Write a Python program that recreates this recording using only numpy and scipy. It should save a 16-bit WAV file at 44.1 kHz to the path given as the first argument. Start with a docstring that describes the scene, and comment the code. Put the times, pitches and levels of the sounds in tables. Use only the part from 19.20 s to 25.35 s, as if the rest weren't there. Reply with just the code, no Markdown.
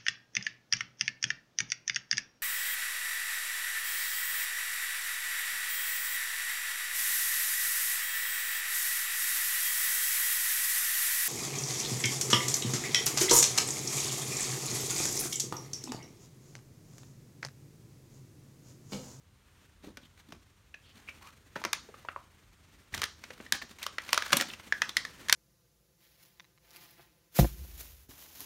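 """Over the hush of a small room, a sleeve stirs and a cleaning wipe rustles against its foil packet.
Hands work close by, above a wooden bench: stick-slip friction makes the rubs and scratches, and
soft impacts make an occasional low bump. The stiff foil buckles in sharp, briefly ringing snaps,
loudest near the end, and the room answers each with early echoes and a short reverberant tail."""
import sys
import numpy as np
from scipy import signal
from scipy.fft import rfft, irfft
from scipy.io import wavfile

SR = 44100
rng = np.random.default_rng(int(sys.argv[2]) if len(sys.argv) > 2 else 0)


def transcribe(u):
    """Save the signal u as a 16-bit wav file named by the first command-line argument.

    u: samples, shape (n,) or (channels, n), limited to [-1, 1]; the rate is SR.
    q: integer samples, one column per channel.
    """
    v = np.clip(np.atleast_2d(u).T, -1, 1)
    q = np.round(v * 32767).astype(np.int16)
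    wavfile.write(sys.argv[1], SR, q)


N = 271215

# spectrum of the still room: (frequency [Hz], relative level [dB])
HUSH_SPECTRUM = [(20,-20), (45,4), (80,3.5), (115,0), (200,-8), (330,-14), (700,-21), (1200,-17),
                 (1900,-21.5), (4000,-22), (8500,-26.5), (16000,-36)]
# decay of the room's tail, floored at 0.02 s in use: (frequency [Hz], reverberation time [s])
REVERB_TIMES = [(200, 0.3), (900, 0.36), (2200, 0.17), (6000, 0.43), (14000, -0.04)]
# spectrum of the room's tail: (frequency [Hz], gain [dB])
REVERB_SPECTRUM = [(150, -8), (700, -9), (1800, -9), (4500, -9.5), (9000, -12), (15000, 0)]
# reflections from the bench and nearby things: (delay [s], gain [dB])
EARLY_ECHOES = [(.0034, -24.5), (.0052, -32.5), (.0098, -28), (0.0126, -27)]
# cloth sliding as the arms move: (time [s], level [dB])
SLEEVE_LEVELS = [(0,-79.5), (.44,-63.5), (.55,-71.5), (1.5,-71.5), (1.95,-57), (2.15,-66), (2.8,-60.5),
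                 (3.1,-66.5), (4.5,-61), (5.65,-54), (6.15,-54.5)]
# spectrum of sliding cloth: (frequency [Hz], relative level [dB])
SLEEVE_SPECTRUM = [(60,-3), (220,6), (450,-1), (750,-5.5), (1100,-3), (1800,-1), (4000,-7), (8000,-11),
                   (16000,-20.5)]
# low bumps of the hands, some higher and duller knocks among them: (time [s], level [dB], pitch [Hz])
BUMPS_AND_THUDS = [(.641,-45.5,294), (.68,-50,288), (.775,-50,265), (0.83,-56.5,157), (1.124,-48.5,165),
                   (2.36,-41,258), (2.449,-39.5,232), (2.45,-32.5,566), (2.688,-44.5,444), (2.888,-45,615),
                   (3.725,-46,77.6), (3.775,-45,87), (4.104,-40.5,514), (4.201,-46.5,290),
                   (4.331,-45.5,174), (4.431,-48.5,240), (4.943,-34,576), (5.133,-24.5,560),
                   (5.138,-33.5,177.5), (5.166,-35.5,259), (5.211,-33,546)]
# strokes of wipe on foil: (start [s], end [s], relative level [dB], offset of the low rustle [dB])
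STROKES = [(0.626,0.66,-54.5,1), (0.673,0.707,-62.5,11.5), (0.815,.867,-65.5,-14), (0.976,1.006,-61,-15),
           (1.08,1.162,-65,4.5), (1.755,1.802,-59.5,-8), (2.013,2.103,-59,-18), (2.356,2.367,-48.5,-1),
           (2.37,2.416,-57,-7), (2.536,2.564,-54.5,-14), (3.723,3.854,-49,-13), (3.74,3.748,-40,-29),
           (3.99,4.145,-63,-6.5), (4.178,4.253,-60,-7), (4.323,4.362,-47,-16), (4.415,4.433,-50,-11),
           (4.492,4.515,-49,-8.5), (4.586,4.65,-52,-26), (4.818,4.932,-52,-32), (4.925,5.127,-48.5,-35),
           (5.121,5.222,-36,-12), (5.236,5.342,-53.5,-9)]
# spectra of a stroke's rasp, low rustle and fizz: (frequency [Hz], relative level [dB])
RASP_SPECTRUM = [(300, -25), (700, 1.5), (1150, 5), (1900, 7), (2900, 3.5), (4500, 3.5), (6500, -18),
                 (8000, -33), (16000, -30)]
RUSTLE_SPECTRUM = [(40, -32), (130, 2), (250, 8), (400, 0), (700, -22), (1200, -31), (4000, -85.5)]
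FIZZ_SPECTRUM = [(2000, -31.5), (6000, 3.5), (8500, 0.5), (10500, -2.5), (13500, -5), (16000, -8)]
# creases that sing when scratched: (start [s], end [s], level [dB], first pitch [Hz], last pitch [Hz])
SINGING_SCRATCHES = [(.825,0.867,-64,3400,3310), (1.619,1.741,-67,3260,3040), (1.638,1.746,-70.5,4410,4540),
                     (1.867,1.923,-55,2396,2447), (1.996,2.123,-59.5,853,1350),
                     (4.617,4.647,-44.5,2417,1960), (5.299,5.309,-43,3390,2670)]
# buckles of the foil:
# (time [s], relative level [dB], facet pitch [Hz], tonal share [0-1], crack above that level [dB])
FOIL_BUCKLES = [(0.7713,-44,1490,.4,-1.5), (1.1225,-46,1170,0.26,-1.5), (1.5441,-43.5,1727,1,-10),
                (1.542,-42,2550,0.87,-26), (1.8871,-38.5,2480,0.84,-22), (1.8915,-40.5,2290,0.94,-9),
                (2.3586,-34,1450,0.56,-20), (2.3628,-34,909,0.55,-12), (2.417,-42,890,0.9,-9),
                (2.439,-31.5,1740,.15,-5.5), (2.45,-27.5,2100,0.2,-2.5), (2.5307,-26,2440,0.2,2),
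                (2.742,-45,1206,.9,-26), (2.8495,-44.5,950,0.9,-15), (2.8866,-31,1380,0.6,-32),
                (2.962,-33,1080,0.98,-31.5), (3.7403,-32.5,1880,0.85,-11), (3.7775,-38.5,1510,0.5,1.5),
                (3.8175,-30,1680,0.2,1.5), (3.8328,-30.5,1690,0.3,-6), (3.839,-29,1810,0.76,2),
                (4.0382,-41.5,2220,0.15,-2), (4.1044,-40.5,1950,0.2,-8.5), (4.201,-45.5,1570,0.3,-22),
                (4.264,-44.5,1830,0.9,-9), (4.323,-22,1675,0.84,3), (4.4211,-37,1810,0.82,-7),
                (4.6288,-38.5,2155,0.64,4), (4.665,-31,1180,0.65,0), (4.783,-27.5,1880,0.25,-8),
                (4.8905,-36,2200,0.13,-2.5), (4.9302,-20.5,1070,.32,2), (4.9442,-33,1343,.5,3),
                (4.9767,-20,1228,0.6,-3.5), (5.0228,-28.5,1670,0.77,-5.5), (5.064,-38,1690,0.6,-22),
                (5.1051,-36.5,1544,0.66,-4), (5.1296,-16.5,1194,0.22,-2), (5.1331,-25.5,2320,0.2,3.5),
                (5.1691,-37.5,1230,0.4,14.5), (5.2107,-27.5,1840,0.94,3), (5.3357,-39.5,2730,0.54,-4.5),
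                (5.397,-46.5,1650,0,-7), (5.5241,-18.5,1705,0.99,-14), (5.6187,-19.5,1757,0.46,-6.5),
                (5.6928,-33,3500,0.78,-1.5), (5.7683,-20,1940,.85,-0.5), (5.8509,-32.5,1814,0.84,-5.5),
                (6.0846,-37,1660,0.6,2), (6.0965,-21,1855,0.67,-2), (6.1259,-18,1626,0.66,5)]
# narrow dips of the microphone's port: (frequency [Hz], width [Hz], gain [dB])
PORT_NOTCHES = [(4970,1450,-3), (7860,600,-3.5), (10460,970,-5.5)]

LEAD_S = .002  # a snap starts to swell this long before its listed time


def gain_of(db):
    """Converts a level in decibels to an amplitude ratio."""
    return 10 ** (np.asarray(db) / 20)


def unit_rms(x):
    """Normalises a signal to unit mean power."""
    return x / np.sqrt(np.mean(x ** 2) + 1e-20)


def burst(x):
    """Normalises a transient to the energy of 5 ms at rms 1."""
    return x * np.sqrt(.005 * SR / (np.sum(x ** 2) + 1e-20))


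def curve_at(points, hz):
    """Interpolates a curve on a logarithmic frequency axis."""
    knots_hz, values = np.transpose(points)
    return np.interp(np.log(hz + 1), np.log(knots_hz + 1), values)


def add(mix, time_s, sound):
    """Superposition: adds a sound to the mix from time_s on."""
    part = mix[max(round(time_s * SR), 0):][:len(sound)]
    part += sound[:len(part)]


def band(x, low_hz, high_hz, order=2):
    """Causal band-pass filtering."""
    return signal.sosfilt(signal.butter(order, [low_hz, high_hz], "band", fs=SR, output="sos"), x)


def coloured(x, spectrum):
    """Spectral shaping of a scene-long signal, returned at rms 1."""
    gains = gain_of(curve_at(spectrum, np.fft.rfftfreq(N, 1 / SR)))
    return unit_rms(irfft(rfft(x) * gains, N))


def wander(hz):
    """Random fluctuation at rms 1, band-limited to below hz."""
    passband = np.fft.rfftfreq(N, 1 / SR) < hz
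    return unit_rms(irfft(rfft(rng.standard_normal(N)) * passband, N))


def hush(air_db=-64, hum_db=-69.5, hum_hz=82.2, waver_rad=.73):
    """Ambient noise: a steady broadband floor and a faint hum that wavers by phase modulation."""
    air = coloured(rng.standard_normal(N), HUSH_SPECTRUM)
    hum = np.sqrt(2) * np.sin(2 * np.pi * hum_hz * np.arange(N) / SR + waver_rad * wander(hz=23.4))
    return gain_of(air_db) * air + gain_of(hum_db) * hum


def room(x, gap_s=.0057, build_s=.0014):
    """Reverberation: early reflections, then a diffuse tail in which each band decays at its own rate."""
    size = SR // 2
    hz, t, noise = signal.stft(rng.standard_normal(size), SR, nperseg=256)
    t60 = np.maximum(curve_at(REVERB_TIMES, hz), .02)[:, None]
    decay = np.exp(-np.log(1000) * t / t60) * np.sqrt(2 * np.log(1000) / (t60 * SR))
    colour = gain_of(curve_at(REVERB_SPECTRUM, hz))[:, None]
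    response = signal.istft(noise * decay * colour, SR, nperseg=256)[1][:size]
    response *= np.clip((np.arange(size) / SR - gap_s) / build_s, 0, 1)
    for delay_s, db in EARLY_ECHOES:
        add(response, delay_s, gain_of([db]))
    return signal.oaconvolve(x, response)[:N]


def sleeve(uneven_db=2.5):
    """Sliding friction: soft cloth gives a fine hiss that swells and fades as the arm moves."""
    db = np.interp(np.arange(N) / SR, *np.transpose(SLEEVE_LEVELS))
    return gain_of(db + uneven_db * wander(hz=31.1)) * coloured(rng.standard_normal(N), SLEEVE_SPECTRUM)


def bumps_and_thuds(rise_s=.00073, decay_cycles=2.9, patter_gain=.94):
    """Damped oscillation: a hand's bump excites a few low swings and a dull patter."""
    out, t = np.zeros(N), np.arange(SR // 4) / SR
    for time_s, db, hz in BUMPS_AND_THUDS:
        patter = unit_rms(band(rng.standard_normal(len(t)), hz / 2, hz * 2))
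        swing = np.sin(2 * np.pi * hz * t) + patter_gain * patter
        envelope = (1 - np.exp(-t / rise_s)) * np.exp(-t * hz / decay_cycles)
        add(out, time_s, gain_of(db) * swing * envelope)
    return out


def slips(per_s=6200, spread_db=3, drag_gain=.95):
    """Stick-slip: fibres and tiny creases catch and let go in uneven clicks over a smooth drag."""
    sizes = gain_of(spread_db * np.minimum(rng.exponential(1, N), 4)) * rng.choice([-1, 1], N)
    clicks = sizes * (rng.random(N) < per_s / SR)
    return unit_rms(clicks) + drag_gain * rng.standard_normal(N)


def rubbing(rise_s=.0017, fall_s=.01, uneven_db=4, rasp_db=-2.5, rustle_db=1.5, fizz_db=-7.5):
    """Friction noise: strokes of the wipe add in power, and the level wavers with finger pressure."""
    t, power = np.arange(N) / SR, np.zeros((3, N))
    for start, end, db, low_db in STROKES:
        attack = np.clip((t - start) / rise_s + .5, 0, 1)
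        release = np.exp(-np.clip((t - end) / fall_s, 0, 20))
        gains = gain_of([db + rasp_db, db + low_db + rustle_db, db + fizz_db])
        power += (gains[:, None] * attack * release) ** 2
    grains = slips()
    layers = [coloured(grains, spectrum) for spectrum in (RASP_SPECTRUM, RUSTLE_SPECTRUM, FIZZ_SPECTRUM)]
    return (np.sqrt(power) * layers).sum(0) * gain_of(uneven_db * wander(hz=71.4))


def scratches(damping=.28):
    """Forced resonance: friction drives one facet, whose pitch glides as the finger moves."""
    out = np.zeros(N)
    for start, end, db, first_hz, last_hz in SINGING_SCRATCHES:
        size = round((end - start) * SR)
        pole = np.exp(-np.pi * damping * first_hz / SR)  # higher facets have wider resonances
        drive = rng.standard_normal(size) + 1j * rng.standard_normal(size)
        carrier = np.exp(2j * np.pi * np.cumsum(np.linspace(first_hz, last_hz, size)) / SR)
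        ring = (carrier * signal.lfilter([1], np.poly([pole, pole]), drive)).real
        add(out, start, gain_of(db) * unit_rms(ring * signal.windows.tukey(size, .5)))
    return out


def sheet_modes(envelope):
    """Modal overlap: dense, heavily damped modes of uneven strength, struck at once, merge into noise."""
    spectrum = rfft(rng.standard_normal(len(envelope)) * envelope)
    flattened = spectrum / (abs(spectrum) + 1e-12) ** .25
    return irfft(flattened, len(envelope)) * np.sqrt(envelope)


def swell(t, decay_s, rise_s=.00014):
    """Swell and decay: a steep exponential rise into t = 0, then decay."""
    return np.exp(-np.logaddexp(-t / rise_s, t / decay_s))


def buckle(db, hz, tonal_share, crack_db):
    """Snap-through buckling: a facet flips and rings at its own pitch while the creases round it crack."""
    t = np.arange(2048) / SR - LEAD_S
    octaves, excess_db = np.log2(hz / 1650), db + 33  # relative to a typical buckle: 1650 Hz, -33 dB
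    # soft, low buckles thud most for their level, cleanly ringing ones least
    thud_db = -12 - .4166 * excess_db - 9.5 * octaves - 7.5 * tonal_share
    fizz_db = -8.5 + 1.69 * crack_db  # the fizz comes with the crack
    # base decay time, scaled for each part below; weak buckles last longer
    ring_s = .0017 + .00011 * octaves + .0011 * np.clip(-excess_db / 2, 0, 1)
    sag = 1 + .1 * (np.exp(-np.maximum(t, 0) / ring_s) - .4)  # the pitch falls as the facet relaxes
    facet = burst(np.sin(2 * np.pi * np.cumsum(hz * sag) / SR) * swell(t, 1.07 * ring_s))
    body = burst(band(sheet_modes(swell(t, 2.5 * ring_s)), 1000, 2606, order=3))
    thud = burst(band(sheet_modes(swell(t, 2 * ring_s)), 366, 730))
    crack = burst(band(sheet_modes(swell(t, 2.18 * ring_s)), 2830, 6030, order=3))
    fast_modes = sheet_modes(swell(t, 1.35 * ring_s))
    fizz = burst(band(fast_modes, 5500, 14500, order=3) + 1.3 * band(fast_modes, 6700, 10830))
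    sheet = burst(np.sqrt(tonal_share) * facet + np.sqrt(1 - tonal_share) * body)
    snap = sheet + gain_of(thud_db) * thud + gain_of(crack_db) * crack + gain_of(fizz_db) * fizz
    return gain_of(db) * snap


def creases(firm_per_s=16, firm_db=-48, above_rub_db=4.5, spread_db=3, low_hz=1200, high_hz=2830):
    """Random point process: tiny creases buckle at a rate that grows with a stroke's power, up to a cap."""
    out = np.zeros(N)
    for (start, end, db, _), draws in zip(STROKES, rng.random((len(STROKES), 24, 3))):
        per_s = firm_per_s * min(gain_of(db - firm_db) ** 2, 1)
        times = start - np.cumsum(np.log(1 - draws[:, 0])) / per_s  # exponential waiting times
        for time_s, (_, strength, pitch) in zip(times[times < end], draws):
            hz = low_hz * (high_hz / low_hz) ** pitch
            crease_db = db + above_rub_db + spread_db * (2 * strength - 1)
            add(out, time_s - LEAD_S, buckle(crease_db, hz, tonal_share=.4, crack_db=-7))
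    return out


def foil(gain_db=-.87):
    """Crumpling: the packet releases its elastic energy in separate snaps."""
    out = np.zeros(N)
    for time_s, db, hz, tonal_share, crack_db in FOIL_BUCKLES:
        add(out, time_s - LEAD_S, buckle(db, hz, tonal_share, crack_db))
    return gain_of(gain_db) * out


def scene():
    """Direct and reverberant fields of hands and foil superpose on the sleeve and the room's hush."""
    handling = rubbing() + creases() + scratches() + bumps_and_thuds()
    direct = foil() + handling
    # crumpled foil sends the walls another mix of modes than it sends the microphone
    reverberant = (room(direct) + room(foil() + handling)) / np.sqrt(2)
    return (direct + reverberant + sleeve() + hush())[None]


def record(dry, low_cut_hz=32, ceiling=.85, band_limit_hz=15900):
    """Transduction: the microphone's low cut and port notches, soft saturation, then a band limit."""
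    sound = signal.sosfilt(signal.butter(2, low_cut_hz, "high", fs=SR, output="sos"), dry)
    for hz, width_hz, db in PORT_NOTCHES:
        resonance = signal.lfilter(*signal.iirpeak(hz, hz / width_hz, fs=SR), sound)
        sound = sound + (gain_of(db) - 1) * resonance
    sound = sound / (1 + (sound / ceiling) ** 6) ** (1 / 6)
    low_pass = signal.firwin(255, band_limit_hz, window=("kaiser", 8), fs=SR)
    return signal.oaconvolve(sound, low_pass[None], "same")


dry = scene()
out = record(dry)
transcribe(out)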